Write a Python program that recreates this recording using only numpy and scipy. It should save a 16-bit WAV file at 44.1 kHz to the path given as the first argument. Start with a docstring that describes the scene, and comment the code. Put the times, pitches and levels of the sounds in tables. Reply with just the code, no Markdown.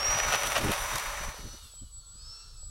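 """On an open field, a small electric model plane runs up a concrete strip, lifts off and climbs away.
Motor whine, bearing tones and whirr follow the shaft speed; at eased throttle the speed controller sings.
Blade-chopped noise makes the propeller wash, which fades with distance.
Grit and joints under the wheels set the foam airframe ringing.
Wind rumbles and flutters at the microphone, with a few dull knocks close by and a faint open-air floor."""
import sys
import numpy as np
from scipy import signal
from scipy.fft import rfft, irfft
from scipy.io import wavfile
from scipy.ndimage import uniform_filter1d, map_coordinates

SR = 44100
rng = np.random.default_rng(int(sys.argv[2]) if len(sys.argv) > 2 else 0)


def unload_audio(sound):
    """Save the sound as a 16-bit wav file, at the path given as the first command line argument."""
    columns = np.transpose(np.atleast_2d(sound))
    # keep every value between -1 and 1, then stretch to whole-number steps
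    steps = np.round(np.clip(columns, -1, 1) * 32767)
    wavfile.write(sys.argv[1], SR, steps.astype(np.int16))


N = 119070
T = np.arange(N) / SR  # s
WHINE_ORDER = 42  # whine cycles per shaft turn

# whirr of the motor in flight, which also leads its airborne tones: t/s, level/dB
WHIRR_LEVEL = [(0, -67), (1.3, -54.5), (1.55, -52.5), (1.75, -61.5), (1.92, -70), (2.1, -65), (2.3, -55.5),
               (2.42, -55.5), (2.55, -60.5), (2.7, -68.5)]


def motor(shaft):
    """Magnetic whine, two bearing tones, and weaker tones that swell as they cross resonances in flight."""
    # whine: t/s, level/dB
    whine_level = [(0, -35), (.05, -28.5), (.13, -29.5), (.29, -37.5), (.5, -40.5), (.63, -50), (.69, -48),
                   (.82, -42.5), (1.16, -48.5), (1.22, -44.5), (1.33, -53), (1.57, -52.5), (1.61, -67),
                   (1.72, -69), (1.9, -74), (2.03, -60), (2.1, -79), (2.15, -65), (2.22, -55),
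                   (2.32, -45.5), (2.44, -57.5), (2.7, -67)]
    # upper and lower bearing tone: t/s, level/dB
    bearing_level = [(0, -61), (.3, -49.5), (.6, -49.5), (1.0, -53), (1.3, -61.5), (1.5, -65), (1.58, -64),
                     (1.67, -62.5), (1.76, -73), (1.87, -69), (1.98, -105), (2.2, -76), (2.55, -85),
                     (2.7, -92)]
    low_bearing_level = [(0, -48), (1.1, -54), (1.5, -83), (1.72, -78), (1.98, -79), (2.19, -76),
                         (2.34, -63), (2.47, -69), (2.7, -76)]
    # weaker shaft and bearing tones: multiple of the shaft rate, relative level/dB on the ground,
    # level/dB relative to each other in the air
    weak_tones = [(3.037, -60, 3), (4.02, -49, 4.5), (4.315, -50.5, -25), (5.72, -50, -20),
                  (6.59, -53.5, -9), (9.12, -49, -16), (13.06, -54.5, 7), (15.98, -51, -12),
                  (20.72, -60, 0), (22.3, -58, -9), (30.4, -60, -8), (33.1, -84, -1), (33.36, -81, -8.5),
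                  (34.5, -81, -4.5), (37.3, -61, 8.5)]
    # fade of the ground tones, heard close by: t/s, relative level/dB
    nearness = [(0, 1.5), (.7, -3), (1.2, -11.5), (1.45, -20.5), (1.7, -52), (2.7, -60)]
    # resonances that the airborne tones cross: f/Hz, relative level/dB
    tone_colour = [(300, -15), (520, -17.5), (850, -8), (1350, 3), (1550, -19), (2200, -23), (2750, -1),
                   (3100, -5.5), (3600, 3), (4050, -14), (4420, 3), (4800, -4.5), (5500, -12)]
    bearing_order, low_bearing_order = 26.5, 10.35  # multiples of the shaft rate
    waver_db, air_tones_db = 4, -5.5  # spread of each weak tone; airborne tones against the whirr

    whine = from_db(curve(whine_level) + 1.0 * drift(24)) * tone(WHINE_ORDER * shaft, jitter=0.00071)
    bearing = from_db(curve(bearing_level) + 3.0 * drift(45)) * tone(bearing_order * shaft, jitter=0.0038)
    low_level = from_db(curve(low_bearing_level) + 2.0 * drift(15))
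    low_bearing = low_level * tone(low_bearing_order * shaft, jitter=0.0051)
    ground, air = 0, 0
    for multiple, ground_db, air_db in weak_tones:
        partial = from_db(waver_db * drift(13.7)) * tone(multiple * shaft, jitter=0.00701)
        ground = ground + from_db(ground_db) * partial
        air = air + from_db(air_db) * partial
    close_tones = from_db(curve(nearness)) * ground
    flying_tones = from_db(curve(WHIRR_LEVEL) + air_tones_db) * coloured(air, tone_colour)
    return whine + bearing + low_bearing + close_tones + flying_tones


def controller(shaft):
    """Steady switching tone at part throttle, with a sideband each side that follows the shaft."""
    # switching tone: t/s, level/dB
    switching_level = [(0, -110), (1.59, -100), (1.635, -53.5), (1.685, -65), (1.73, -52.5), (1.8, -47),
                       (1.9, -64.5), (1.935, -49), (1.99, -47), (2.035, -65), (2.07, -51.5), (2.17, -52),
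                       (2.33, -61.5), (2.41, -53.5), (2.53, -72), (2.57, -55.5), (2.64, -46.5), (2.7, -51)]
    switch_hz, sideband_order, sideband_db = 7827, 4, -21.5
    sides = 0
    for sign in (-1, 1):
        sides = sides + tone(switch_hz + sign * sideband_order * shaft, jitter=0.00087)
    carrier = tone(switch_hz, jitter=0.00076)
    return from_db(curve(switching_level)) * (carrier + from_db(sideband_db) * sides)


def whirr(shaft):
    """Bearing and blade noise, partly the same on each turn, gliding through fixed resonances."""
    # resonances: f/Hz, relative level/dB per Hz
    whirr_colour = [(250, -21.5), (480, -7), (700, -14), (1000, -6.5), (1350, 1.5), (1600, -9.5),
                    (2150, -21), (2650, -13), (3100, -12), (3800, -5), (4350, 7), (4850, -8), (5900, -3),
                    (6800, -6.5), (8500, -5.5), (9900, -35), (11000, -26), (13000, -38)]
    turn_echo = 0.2  # share that repeats from turn to turn
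    top = shaft.max()
    turn = int(SR / top)  # samples per turn at top speed
    x = rng.standard_normal(N)
    x = x + turn_echo * np.roll(x, turn) + turn_echo ** 2 * np.roll(x, 2 * turn)
    # read the noise more slowly as the shaft slows
    gliding = map_coordinates(x, [np.cumsum(shaft) / top], order=3, mode="wrap")
    return from_db(curve(WHIRR_LEVEL)) * coloured(gliding, whirr_colour)


def propeller(shaft):
    """Turbulent wash, chopped by each passing blade."""
    # body of the wash and its hiss: t/s, level/dB
    wash_level = [(0, -38), (.12, -34.5), (.33, -32.5), (.4, -37.5), (.52, -36.5), (.7, -35.5), (.8, -36.5),
                  (.91, -34.5), (1.05, -37.5), (1.2, -38), (1.3, -44), (1.4, -52), (1.55, -59),
                  (1.66, -69.5), (1.8, -84), (2.7, -105)]
    hiss_level = [(0, -51), (.3, -49.5), (.45, -41), (.62, -44), (.8, -42), (1.0, -46), (1.2, -51.5),
                  (1.35, -55), (1.55, -57.5), (1.7, -59), (1.82, -68), (2.7, -97)]
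    # their colours: f/Hz, relative level/dB per Hz
    wash_colour = [(100, -11), (300, -18.5), (450, -11.5), (600, -1.5), (700, -4), (1000, 3), (1450, -1.5),
                   (1750, -1), (2300, -3.5), (3200, -11), (4800, -12), (7000, -12.5), (16000, -25)]
    hiss_colour = [(1500, -13), (3500, 10), (4300, -4), (4900, -1.5), (5900, 5), (7000, -5), (9300, 10),
                   (10100, 2), (11400, 10), (12800, -8), (16000, -0.5)]
    blades, chop_depth, flutter_db = 2, 0.13, 1.55
    chop = rms_one(1 + chop_depth * np.cos(2 * np.pi * blades * np.cumsum(shaft) / SR))
    body = from_db(curve(wash_level)) * noise(wash_colour)
    hiss = from_db(curve(hiss_level)) * noise(hiss_colour)
    return (body + hiss) * chop * from_db(flutter_db * drift(48))


def wheels():
    """Grit and bumps shake the airframe through the landing gear."""
    # wheels rolling on grit: t/s, level/dB
    roll_level = [(0, -39), (.15, -36), (.2, -36.5), (.28, -37), (.34, -29), (.4, -38.5), (.45, -32.5),
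                  (.5, -44), (.57, -30.5), (.61, -39), (.74, -36), (.82, -48), (1.0, -56), (1.08, -65),
                  (2.7, -120)]
    # bumps and joints: t/s, blow level/dB, rattle decay/s, crack level/dB relative to the blow before doubling
    bumps = [(.187, -19.5, 0.0028, -2), (0.201, -14.5, 0.0019, -8), (0.234, -19.5, 0.0056, -5),
             (.324, -20.5, 0.011, 2), (0.356, -19.5, 0.0044, 1.5), (0.434, -19.5, 0.017, -2),
             (0.471, -25, 0.0091, 5), (0.52, -21, 0.0094, -1), (0.557, -19.5, 0.015, -14),
             (0.566, -22.5, 0.0086, -20), (0.579, -28, 0.0078, 7.5), (.719, -19.5, 0.0041, 3),
             (0.728, -35, .004, -4), (.958, -30, 0.0022, 14.5), (.984, -27, 0.0017, 10),
             (.998, -27, 0.0032, 8), (1.365, -36, 0.0045, -9)]
    # modes of the foam airframe: f/Hz, level/dB, t60/s
    airframe = [(440, -16.5, 0.011), (650, -9.5, 0.012), (820, -11.5, 0.014), (1204, -12.5, 0.016),
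                (1460, -13, .014), (1840, -13, 0.013), (2480, -5, 0.0051), (2960, -4.5, 0.0036),
                (4540, -9, 0.0022), (5670, -11, 0.0057)]
    grit_per_s, grit_spread_db, grit_crack_db = 900, 4, -5
    rattle_per_s, rattle_db, rattle_rise_s = 6000, -8.5, 0.0028

    sizes = from_db(grit_spread_db * np.minimum(rng.exponential(1, N), 4)) * rng.choice([-1, 1], N)
    grit = sizes * (rng.random(N) < grit_per_s / SR)
    contact = ring(grit, airframe) + from_db(grit_crack_db) * crack(grit)
    rolling = from_db(curve(roll_level)) * rms_one(contact)

    blows, ticks = np.zeros(N), np.zeros(N)
    rattle = from_db(rattle_db) * rng.standard_normal(N) * (rng.random(N) < rattle_per_s / SR)
    for s, db, length, crack_db in bumps:
        # the rattle swells just before the hit and dies away after it
        hit = rattle * np.exp(-np.abs(T - s) / np.where(T > s, length, rattle_rise_s))
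        hit[int(s * SR)] = 0.92  # the hit itself
        blows += from_db(db) * hit
        ticks += from_db(db + crack_db) * hit
    return rolling + ring(blows, airframe) + 2 * crack(ticks)


def crack(clicks):
    """The dry tick of a hard contact, without the low thump or the extreme treble."""
    tick = signal.sosfilt(signal.butter(1, 1500, "high", fs=SR, output="sos"), clicks)
    return signal.sosfilt(signal.butter(2, 11400, fs=SR, output="sos"), tick)


def wind():
    """Gusts on the microphone: a low rumble that swells and dips, with short higher flutters."""
    # gusts: t/s, relative level/dB
    gusts = [(0, -45), (.05, -47.5), (.1, -33), (.17, -56), (.26, -32.5), (.35, -53), (.41, -53),
             (.46, -41), (.55, -48), (.67, -31), (.77, -51), (.82, -35), (.88, -49), (.94, -40),
             (1.02, -60), (1.09, -36.5), (1.13, -46), (1.21, -39), (1.29, -36), (1.33, -56), (1.45, -39.5),
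             (1.58, -53), (1.65, -46), (1.72, -60.5), (1.83, -42), (1.9, -51.5), (1.98, -45.5),
             (2.04, -54.5), (2.25, -46), (2.37, -55.5), (2.55, -46), (2.63, -44.5), (2.7, -41)]
    # short flutters: t/s, level/dB, Gaussian half length/s, upper edge f/Hz
    buffets = [(0.034, -57.5, 0.049, 320), (0.095, -50, 0.014, 170), (0.157, -39.5, 0.013, 225),
               (0.282, -43, 0.021, 227), (0.352, -46, 0.019, 260), (0.468, -44, 0.023, 248),
               (0.61, -38.5, 0.029, 357), (.657, -27.5, 0.011, 700), (0.698, -28, 0.01, 384),
               (0.95, -42, .016, 332), (1.094, -67, 0.004, 151), (1.21, -47, 0.0094, 220),
               (1.283, -49, 0.017, 274), (1.397, -49.5, 0.0092, 297), (1.456, -47, 0.026, 320),
               (1.544, -50.5, 0.011, 373), (1.65, -58, .015, 130), (1.83, -42, 0.0084, 123),
               (2.159, -58, 0.0095, 179)]
    # colours of rumble and flutter: f/Hz, relative level/dB per Hz
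    wind_colour = [(14, -5), (35, 4.5), (60, -4), (110, -13.5), (170, -25), (300, -43), (1000, -65)]
    buffet_colour = [(50, -7.5), (110, 4.5), (170, -1), (240, 0), (340, -1.5), (600, -2.5), (1500, -44),
                     (5000, -43)]
    wind_db, lumps_db = -0.5, 1  # overall trim; spread of the chance lumps
    level = from_db(wind_db + curve(gusts) + lumps_db * drift(14.5))
    out = level * evened(noise(wind_colour))
    eddies = noise(buffet_colour)
    for s, db, half, edge_hz in buffets:
        low_pass = signal.butter(2, edge_hz, fs=SR, output="sos")
        flutter = evened(signal.sosfilt(low_pass, eddies))
        out = out + from_db(db) * np.exp(-.5 * ((T - s) / half) ** 2) * flutter
    return out


def knocks():
    """Dull little knocks close to the microphone: single clicks set a few short modes ringing."""
    # knocks: t/s, click level/dB
    knock_times = [(1.342, -27.5), (1.736, -43), (2.629, -43)]
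    # what they set ringing: f/Hz, level/dB, t60/s
    knock_modes = [(496, -11, 0.028), (640, -8, 0.015), (880, -12, 0.017)]
    clicks = np.zeros(N)
    for s, db in knock_times:
        clicks[int(s * SR)] = from_db(db)
    return ring(clicks, knock_modes)


def open_air():
    """The steady, faint background of the field, as coloured noise."""
    # background: f/Hz, relative level/dB per Hz
    floor_colour = [(100, -19), (250, -25), (450, -5), (900, -5.5), (1350, -9), (1600, -19), (2700, -25),
                    (3200, -1), (4300, 5.5), (5700, -3), (8200, 1), (10100, -8), (11200, 1), (12300, -19),
                    (13500, -20), (15500, -9)]
    return from_db(-62.5) * noise(floor_colour)


def from_db(db):
    """Decibels to gain."""
    return 10 ** (np.asarray(db) / 20)


def rms_one(x):
    """Scale to unit rms."""
    return x / np.sqrt(np.mean(x ** 2) + 1e-20)


def curve(rows):
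    """Join (s, value) rows by straight lines."""
    return np.interp(T, *np.transpose(rows))


def drift(rate):
    """Slow chance wander with rms 1: noise smoothed twice below a rate in Hz."""
    r = np.exp(-2 * np.pi * rate / SR)
    smooth = signal.lfilter([1], [1, -2 * r, r * r], rng.standard_normal(N + SR))
    return rms_one(smooth[SR:])


def tone(hz, jitter):
    """A sine whose pitch trembles slightly; rms 1."""
    turns = np.cumsum(hz * (1 + jitter * drift(58))) / SR
    return np.sqrt(2) * np.sin(2 * np.pi * (turns + rng.random()))


def ring(clicks, modes):
    """Clicks set a table of decaying modes ringing, with alternating signs."""
    out = 0
    for k, (hz, db, t60) in enumerate(modes):
        r = np.exp(-np.log(1000) / (t60 * SR))
        w = 2 * np.pi * hz / SR
        mode = signal.lfilter([0, np.sin(w)], [1, -2 * r * np.cos(w), r * r], clicks + 1e-18)
        out = out + (-1) ** k * from_db(db) * mode
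    return out


def noise(colour):
    """Coloured noise; rms 1."""
    return coloured(rng.standard_normal(N), colour)


def coloured(x, colour):
    """Shape a sound's spectrum by (Hz, dB) points, falling away below the first; rms 1."""
    at, db = np.transpose(colour)
    hz = np.maximum(np.arange(N // 2 + 1) * SR / N, 1)
    gain = from_db(np.interp(np.log(hz), np.log(at), db)) * np.minimum(hz / at[0], 1) ** 2
    return rms_one(irfft(rfft(x) * gain, N))


def evened(x):
    """Hold a rumble near a steady strength, so that its level curve shapes it."""
    return x / np.sqrt(uniform_filter1d(x ** 2, size=1800) + 0.037)


def scene():
    """The plane, the wind and the open field."""
    # motor speed, as the pitch of its whine: t/s, f/Hz
    whine_pitch = [(0, 5488), (.05, 5640), (.12, 5775), (.2, 5850), (.32, 5900), (.97, 5890), (1.3, 5923),
                   (1.62, 5925), (1.694, 5450), (1.77, 5060), (1.86, 4730), (1.98, 4470), (2.08, 4370),
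                   (2.125, 4540), (2.164, 4830), (2.27, 5232), (2.35, 5407), (2.42, 5480), (2.48, 5470),
                   (2.564, 5315), (2.63, 5080), (2.7, 4900)]
    shaft = uniform_filter1d(curve(whine_pitch), size=1500, mode="nearest") / WHINE_ORDER  # turns per s
    plane = motor(shaft) + controller(shaft) + whirr(shaft) + propeller(shaft) + wheels()
    return (plane + wind() + knocks() + open_air())[None]


def record(dry):
    """A steep elliptic low-pass cuts the top at 15.8 kHz."""
    return signal.sosfilt(signal.ellip(12, .1, 80, 15800, fs=SR, output="sos"), dry)


dry = scene()
out = record(dry)
unload_audio(out)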